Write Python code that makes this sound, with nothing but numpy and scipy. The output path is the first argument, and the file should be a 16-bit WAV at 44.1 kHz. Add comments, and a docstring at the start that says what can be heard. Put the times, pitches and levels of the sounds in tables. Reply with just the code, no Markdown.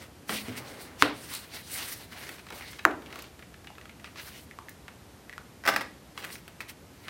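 """Soft rubs over low room rumble come first, then a bump and the hard pop of a cash binder's clasp.
The binder is handled close to the microphone at a cloth-covered table in a small room: filtered noise
makes hands slide and cloth drag, damped resonances make the clasp and the cover snap as it knocks down.
A plastic calculator, a sum of ringing case modes, is set aside with a chatter of touches.
Fingers brush and tick over the plastic sleeves of banknotes: short resonant flips with crackle."""
import sys
import numpy as np
from scipy import signal
from scipy.fft import rfft, irfft, next_fast_len
from scipy.io import wavfile

SR = 44100
rng = np.random.default_rng(int(sys.argv[2]) if len(sys.argv) > 2 else 0)


def wav_out(sig):
    """Save sig, one row per channel (or a flat mono array), as 16-bit PCM at SR to the path in sys.argv[1]."""
    wavfile.write(sys.argv[1], SR, np.round(np.clip(np.atleast_2d(sig).T, -1, 1) * 32767).astype(np.int16))


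N = 312669
TIME = np.arange(N) / SR
AGE = TIME[:SR // 2]  # time since a contact, up to half a second


def from_db(db):
    """Decibels to gain."""
    return 10 ** (np.asarray(db) / 20)


def rms_one(x):
    """Scale to unit power."""
    return x / np.sqrt(np.mean(x ** 2) + 1e-20)


def at_hz(points, hz):
    """Read a table along a log-frequency axis."""
    f, value = np.transpose(points)
    return np.interp(np.log(hz + 1e-9), np.log(f), value)


def tint(x, spectrum):
    """Give a noise its colour; unit power."""
    size = next_fast_len(len(x))
    gain = from_db(at_hz(spectrum, np.fft.rfftfreq(size, 1 / SR)))
    coloured = irfft(rfft(x, size) * gain, size)
    return rms_one(coloured[:len(x)])


def band(x, low_hz, high_hz, order=2):
    """Causal band-pass."""
    limits = [max(low_hz, 10), min(high_hz, 0.49 * SR)]
    sos = signal.butter(order, limits, "band", fs=SR, output="sos")
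    return signal.sosfilt(sos, x + 1e-18)


def fade(t60):
    """Free decay of a struck thing: 60 dB down after t60 seconds."""
    return from_db(-60 * AGE / t60)


def pop(hz, width_hz, order=2):
    """A click through a heavily damped resonance: a few cycles, peak 1."""
    low = np.hypot(hz, width_hz / 2) - width_hz / 2
    wave = band(1.0 * (AGE == 0), low, low + width_hz, order=order)
    return wave / np.abs(wave).max()


def burst(low_hz, high_hz, t60):
    """A dying puff of noise."""
    noise = band(rng.standard_normal(len(AGE)), low_hz, high_hz)
    return rms_one(noise) * fade(t60)


def drift(rate):
    """Random wander: straight lines between random knots of spread 1, rate knots per second."""
    knots = rng.standard_normal(N // 20)
    return np.interp(TIME * rate, np.arange(len(knots)), knots)


def add(track, s, sound):
    """Lay a sound into a track at time s."""
    start = int(round(s * SR))
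    track[start:start + len(sound)] += sound[:max(N - start, 0)]


def snaps():
    """Clasp and cover give a short, hard pulse with a crack on top; binder and table boom after it."""
    # hard snaps: (t/s, level/dB, ring f/Hz, width/Hz, upper ring/dB, crack/dB, top of the boom f/Hz)
    snap_table = [(1.0234, 1, 1280, 690, 1.5, -19, 4200), (2.8518, 1.5, 1427, 705, -38, -17.5, 1630)]
    # boom of binder and table: (f/Hz, level per Hz/dB)
    boom_colour = [(60, -25), (150, -17), (300, 8.5), (500, 1.5), (800, 1.5), (1250, -3), (2200, -4),
                   (4500, -11)]
    out = np.zeros(N)
    for s, db, hz, width_hz, upper_db, crack_db, top_hz in snap_table:
        pulse = pop(hz, width_hz) - from_db(upper_db) * pop(2935, width_hz=3200, order=4)
        crack = from_db(crack_db) * burst(1800, 18150, t60=0.0047)
        rumble = tint(rng.standard_normal(len(AGE)), boom_colour)
        boom = band(rumble, 20, top_hz, order=4) * fade(0.37)
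        add(out, s, from_db(db) * (pulse + crack + from_db(-24.0) * boom))
    return out


def bumps():
    """The padded binder meets the table softly: one low, uneven note that swells in, then dies."""
    # binder bumps on the table or is jolted by its clasp: (t/s, level before a 7 dB cut/dB, f/Hz, t60/s)
    bump_table = [(0.295, -25, 213, 0.33), (0.479, -25.5, 248, 0.18), (0.481, -31, 113, 0.22),
                  (1.027, -16.5, 294.5, 0.13), (1.027, -22.5, 520, .18), (1.03, -33.5, 113, 0.22),
                  (2.855, -35.5, 329, 0.11)]
    out = np.zeros(N)
    for s, db, hz, t60 in bump_table:
        tone = np.sin(2 * np.pi * hz * AGE) * fade(t60)
        note = tone + from_db(-4.5) * burst(0.65 * hz, 2.0 * hz, t60)
        soft_onset = 1 - fade(0.023)
        add(out, s, from_db(db - 7.0) * note * soft_onset)
    return out


def sliding():
    """Pressed strokes rub in the middle range, light fast ones hiss; the cloth answers dully."""
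    # a hand or sleeve slides: (fastest t/s, speeding up/s, slowing down/s, rub level/dB, hiss level/dB)
    stroke_table = [(0.025, 0.03, 0.033, -47.5, -52), (0.31, 0.019, 0.1, -36, -36.5),
                    (0.48, .05, 0.2, -46, -60), (0.579, 0.017, 0.019, -37.5, -40),
                    (0.70, 0.072, .22, -49, -54), (0.82, 0.021, .04, -73, -44),
                    (1.024, 0.03, 0.049, -39, -42.5), (1.35, 0.15, 0.11, -44.5, -42.5),
                    (1.558, 0.03, 0.046, -40.5, -44), (1.81, 0.11, .13, -42.5, -34),
                    (2.02, 0.05, 0.029, -44, -55.5), (2.13, .02, 0.24, -46.5, -51),
                    (2.27, 0.19, 0.1, -48, -52), (2.55, 0.027, 0.1, -50, -48),
                    (2.68, .06, 0.11, -49, -51.5), (3.18, 0.085, 0.085, -51.5, -63),
                    (4.06, .02, 0.047, -50, -65), (4.175, 0.012, 0.11, -44.5, -61),
                    (4.26, 0.065, 0.05, -50, -47), (4.38, 0.071, .05, -53, -49),
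                    (6.195, 0.023, 0.053, -43.5, -53), (6.33, 0.078, 0.056, -66, -45),
                    (6.612, 0.0057, 0.016, -43, -50), (6.695, .012, .018, -43.5, -44.5),
                    (7.06, 0.09, 0.074, -54.5, -65)]
    # the binder is shoved over the tablecloth: (fastest t/s, speeding up/s, slowing down/s, level/dB)
    shove_table = [(0.02, 0.032, 0.066, -52), (0.315, 0.018, 0.052, -40.5), (0.62, 0.17, 0.48, -47),
                   (2.3, 0.15, 0.097, -50.5), (2.53, 0.024, 0.088, -46.5), (3.15, 0.15, .13, -49),
                   (6.25, 0.1, 0.1, -49.5)]
    # colours of pressed rub, light hiss and dragged cloth: (f/Hz, level per Hz/dB)
    rub_colour = [(150, -30), (300, -9), (700, -4.5), (1200, -4.5), (2000, 3), (3000, -4), (4500, -3),
                  (6500, -13.5), (15000, -20)]
    hiss_colour = [(800, -8.5), (2000, -1.5), (5000, -1), (7000, -6.5), (9300, 0.5), (11500, -4),
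                   (14000, -2), (16000, -3)]
    cloth_colour = [(100, -11.5), (280, 5.5), (500, 2), (1300, -3.5), (2200, -8.5), (5000, -26.5)]
    # overlapping movements add in power
    rub_power, hiss_power, drag_power = np.zeros((3, N))
    for top_s, rise_s, fall_s, rub_db, hiss_db in stroke_table:
        speed = swell(top_s, rise_s, fall_s)
        rub_power += (from_db(rub_db) * speed) ** 2
        hiss_power += (from_db(hiss_db) * speed) ** 2
    for top_s, rise_s, fall_s, db in shove_table:
        drag_power += (from_db(db) * swell(top_s, rise_s, fall_s)) ** 2
    rub_grain = friction(rub_colour, slips_per_s=240, slip_share=0.43, flutter_db=2.0, patchy_db=6.0)
    hiss_grain = friction(hiss_colour, slips_per_s=427, slip_share=0.17, flutter_db=2.0, patchy_db=5.0)
    cloth_grain = tint(rng.standard_normal(N), cloth_colour)
    rub = np.sqrt(rub_power) * rub_grain
    hiss = np.sqrt(hiss_power) * hiss_grain
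    drag = np.sqrt(drag_power) * cloth_grain
    return rub + hiss + drag


def swell(top_s, rise_s, fall_s):
    """Gain of one sliding movement: it gathers speed, passes its fastest moment and slows to rest."""
    # the gain is edge_db below its top after each of the two times; the power rounds the top
    edge_db, rounding = 10, 1.44
    away = np.maximum((top_s - TIME) / rise_s, (TIME - top_s) / fall_s)
    gain, moving = np.zeros(N), away < 4
    gain[moving] = from_db(-edge_db * away[moving] ** rounding)
    return gain


def friction(spectrum, slips_per_s, slip_share, flutter_db, patchy_db):
    """Tiny slips hiss, coarser catches come in clumps, and the colour shifts as the contact moves."""
    chance = slips_per_s * from_db(5 * drift(40)) / SR  # the catch rate wanders, so catches clump
    catches = (rng.random(N) < chance) * rng.standard_normal(N)
    grain = rng.standard_normal(N) + slip_share * rms_one(catches)
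    edges = np.geomspace(150, 20000, 15)
    patches = np.zeros(N)
    for low, high in zip(edges, edges[1:]):  # each band wanders in level by itself
        patches += band(grain, low, high, order=1) * from_db(patchy_db * drift(25))
    return tint(patches, spectrum) * from_db(flutter_db * drift(70))


def ticks():
    """Clear single ticks of creases and fingertips, and faint ones at random while the sleeves flex."""
    # clearest ticks on sleeves and cover: (t/s, level/dB, ring f/Hz, treble before a 5.5 dB cut/dB)
    tick_table = [(0.2937, -16, 1220, -20), (1.3372, -27.5, 3770, 3.5), (1.35, -34, 1997, 9.5),
                  (2.2916, -26, 2070, -7), (2.504, -25.5, 1040, -15), (2.5243, -29, 3000, -18),
                  (2.7921, -25.5, 2100, -33), (3.127, -28, 1730, -24.5), (3.1577, -26.5, 1110, -25),
                  (3.1898, -34, 2180, -2), (3.2219, -39.5, 2150, 6.5), (3.393, -36, 1860, -15),
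                  (3.6716, -31.5, 2700, -26), (3.813, -35, 1930, -27), (4.693, -40, 1850, 6),
                  (4.0441, -26.5, 1900, -33), (4.1583, -34, 1560, -23), (4.8811, -28, 1310, -28),
                  (6.1769, -21.5, 1430, -38), (6.2422, -27.5, 2040, -10), (6.2481, -25.5, 1980, -5.5),
                  (6.4792, -32, 1650, -7.5), (6.6053, -24.5, 2460, -14), (7.0828, -22.5, 1630, -36)]
    # the sleeves flex and crinkle faintly: (from t/s, to t/s, crinkles per s, lowest level/dB)
    flex_table = [(2.099, 3.304, 22, -41), (3.399, 4.1, 14, -40.5), (6.191, 6.398, 25, -38.5)]
    out = np.zeros(N)
    for s, db, hz, treble_db in tick_table:
        add(out, s, from_db(db) * crease(hz, treble_db))
    for start, end, per_s, lowest_db in flex_table:
        count = int(abs(end - start) * per_s)
        for when, size, pitch in rng.random((count, 3)):
            crinkle = crease(1500 * 2 ** pitch, treble_db=-19.5)
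            add(out, start + when * (end - start), from_db(lowest_db + 10 * size) * crinkle)
    return out


def crease(hz, treble_db):
    """A crease flips: the sheet rings for a cycle or two and its surface crackles."""
    flip = pop(hz, width_hz=1300, order=1)
    sheet = from_db(-1.5) * flip + from_db(-12) * burst(0.65 * hz, 1.14 * hz, t60=0.042)
    crackle = from_db(-9.5) * burst(760, 3200, t60=0.023)
    treble = from_db(treble_db - 5.5) * burst(4680, 19000, t60=0.02)
    return sheet + crackle + treble


def calculator():
    """Each touch clicks, rings the case anew, shakes the loose keys and thuds on the table."""
    # an edge or foot touches down and chatters: (t/s, level/dB, loss per bounce/dB)
    touch_table = [(5.638, -34.5, 5), (5.653, -25, 3.5), (5.663, -19.5, 9), (5.676, -11, 2.5),
                   (5.688, -14, 4.5), (5.725, -29, 6), (5.738, -24, 5), (5.762, -14, 19), (5.809, -24.5, 4)]
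    # case modes: (f/Hz, level before random scatter and a 3.5 dB cut/dB)
    case_modes = [(590, -21), (721, -17), (1195, -8), (1283, -10), (1530, -2), (1975, -0.5), (2200, -11)]
    cycles = 42  # every mode dies by 60 dB in this many cycles
    out = np.zeros(N)
    for s, db in bounces(touch_table, count=3):
        case = np.zeros(len(AGE))
        for hz, level in case_modes:
            gain = from_db(level + rng.normal(0, 1.2))
            case += gain * np.sin(2 * np.pi * (hz * AGE + rng.random())) * fade(cycles / hz)
        ring = from_db(-3.5) * case * (1 - fade(0.0023))
        click = from_db(-3.5) * pop(1750, width_hz=810) + from_db(-7) * pop(5130, width_hz=540, order=1)
        thud = from_db(-21) * burst(244, 405, t60=0.045)
        keys = from_db(-6.5) * burst(540, 2130, t60=0.041)
        keys += from_db(-15.5) * burst(2300, 4900, t60=0.033)
        keys += from_db(-18) * burst(7700, 15500, t60=0.03)
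        add(out, s, from_db(db) * (ring + click + keys + thud))
    return out


def bounces(touches, count):
    """Each touch and its quick, uneven rebounds, every one weaker than the last: (t/s, level/dB)."""
    spacing_s = 0.0048  # each rebound's delay is scattered by up to a fifth
    hits = []
    for s, db, loss_db in touches:
        for k in range(count):
            hits.append((s + k * spacing_s * rng.uniform(0.8, 1.2), db - k * loss_db))
    return hits


def taps():
    """Fingers on plastic: a small hollow knock with a faint scratch."""
    # finger knocks, mostly on the calculator and its keys: (t/s, level/dB, ring f/Hz)
    tap_table = [(3.7035, -34.5, 805), (4.5115, -33, 1960), (4.588, -27.5, 1070), (4.6854, -30, 1820),
                 (5.2957, -28.5, 1880), (5.3279, -31.5, 1930), (5.335, -34, 1880), (5.380, -24.5, 1380)]
    out = np.zeros(N)
    for s, db, hz in tap_table:
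        knock = pop(hz, width_hz=250, order=1) + from_db(-17) * burst(0.85 * hz, 1.15 * hz, t60=0.05)
        scratch = from_db(-23.5) * burst(980, 2300, t60=0.029)
        add(out, s, from_db(db) * (knock + scratch))
    return out


def room(x, wet_db):
    """Dense wall echoes that build up briefly and then die at a rate set by frequency."""
    # colour of the room's answer: (f/Hz, relative level/dB)
    echo_colour = [(100, 3.5), (400, -1.5), (1200, -4.5), (2200, -10.5), (4500, -4), (7000, -6),
                   (15000, -7.5)]
    # decay of the room: (f/Hz, t60/s)
    echo_t60 = [(150, 0.84), (500, 0.28), (1500, 0.338), (5000, 0.34), (14000, 0.17)]
    white = rng.standard_normal((2, len(AGE)))
    tail = np.zeros(len(AGE))
    edges = np.geomspace(70, 18000, 9)
    for k, (low, high) in enumerate(zip(edges, edges[1:])):
        hz = np.sqrt(low * high)
        echo = band(white[k % 2], low, high) * fade(at_hz(echo_t60, hz))  # neighbours use separate noises
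        tail += echo * from_db(at_hz(echo_colour, hz))
    tail = tail * (1 - fade(0.0058))  # build-up
    unit_tail = tail / np.sqrt(np.sum(tail ** 2))
    return from_db(wet_db) * signal.fftconvolve(x, unit_tail)[:N]


def room_air():
    """The steady rumble and hiss behind everything: coloured noise."""
    # background colour: (f/Hz, level per Hz/dB)
    air_colour = [(25, -23.5), (59, 4), (123, 1), (277, -2), (400, -5.5), (1000, -13), (2200, -17.5),
                  (8000, -24.5), (14000, -27), (16000, -65)]
    return from_db(-51.5) * tint(rng.standard_normal(N), air_colour)


def scene():
    """Handling sounds close to the microphone, their echoes, and the room's steady rumble and hiss."""
    knocks = snaps() + bumps()
    touches = ticks() + taps()
    clatter = calculator()
    echoes = room(knocks, wet_db=-15.0) + room(touches, wet_db=-7) + room(clatter, wet_db=-6)
    return (knocks + touches + clatter + sliding() + echoes + room_air())[None]


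def record(dry):
    """The hardest snaps overload at full scale; the deepest bass and the top are cut."""
    overloaded = np.clip(dry, -1, 1)
    bass_cut = signal.butter(4, 50, "high", fs=SR, output="sos")
    top_cut = signal.ellip(10, 0.2, 80, 16000, fs=SR, output="sos")  # ripple dB, stop-band dB, edge Hz
    return signal.sosfilt(top_cut, signal.sosfilt(bass_cut, overloaded))


dry = scene()
out = record(dry)
wav_out(out)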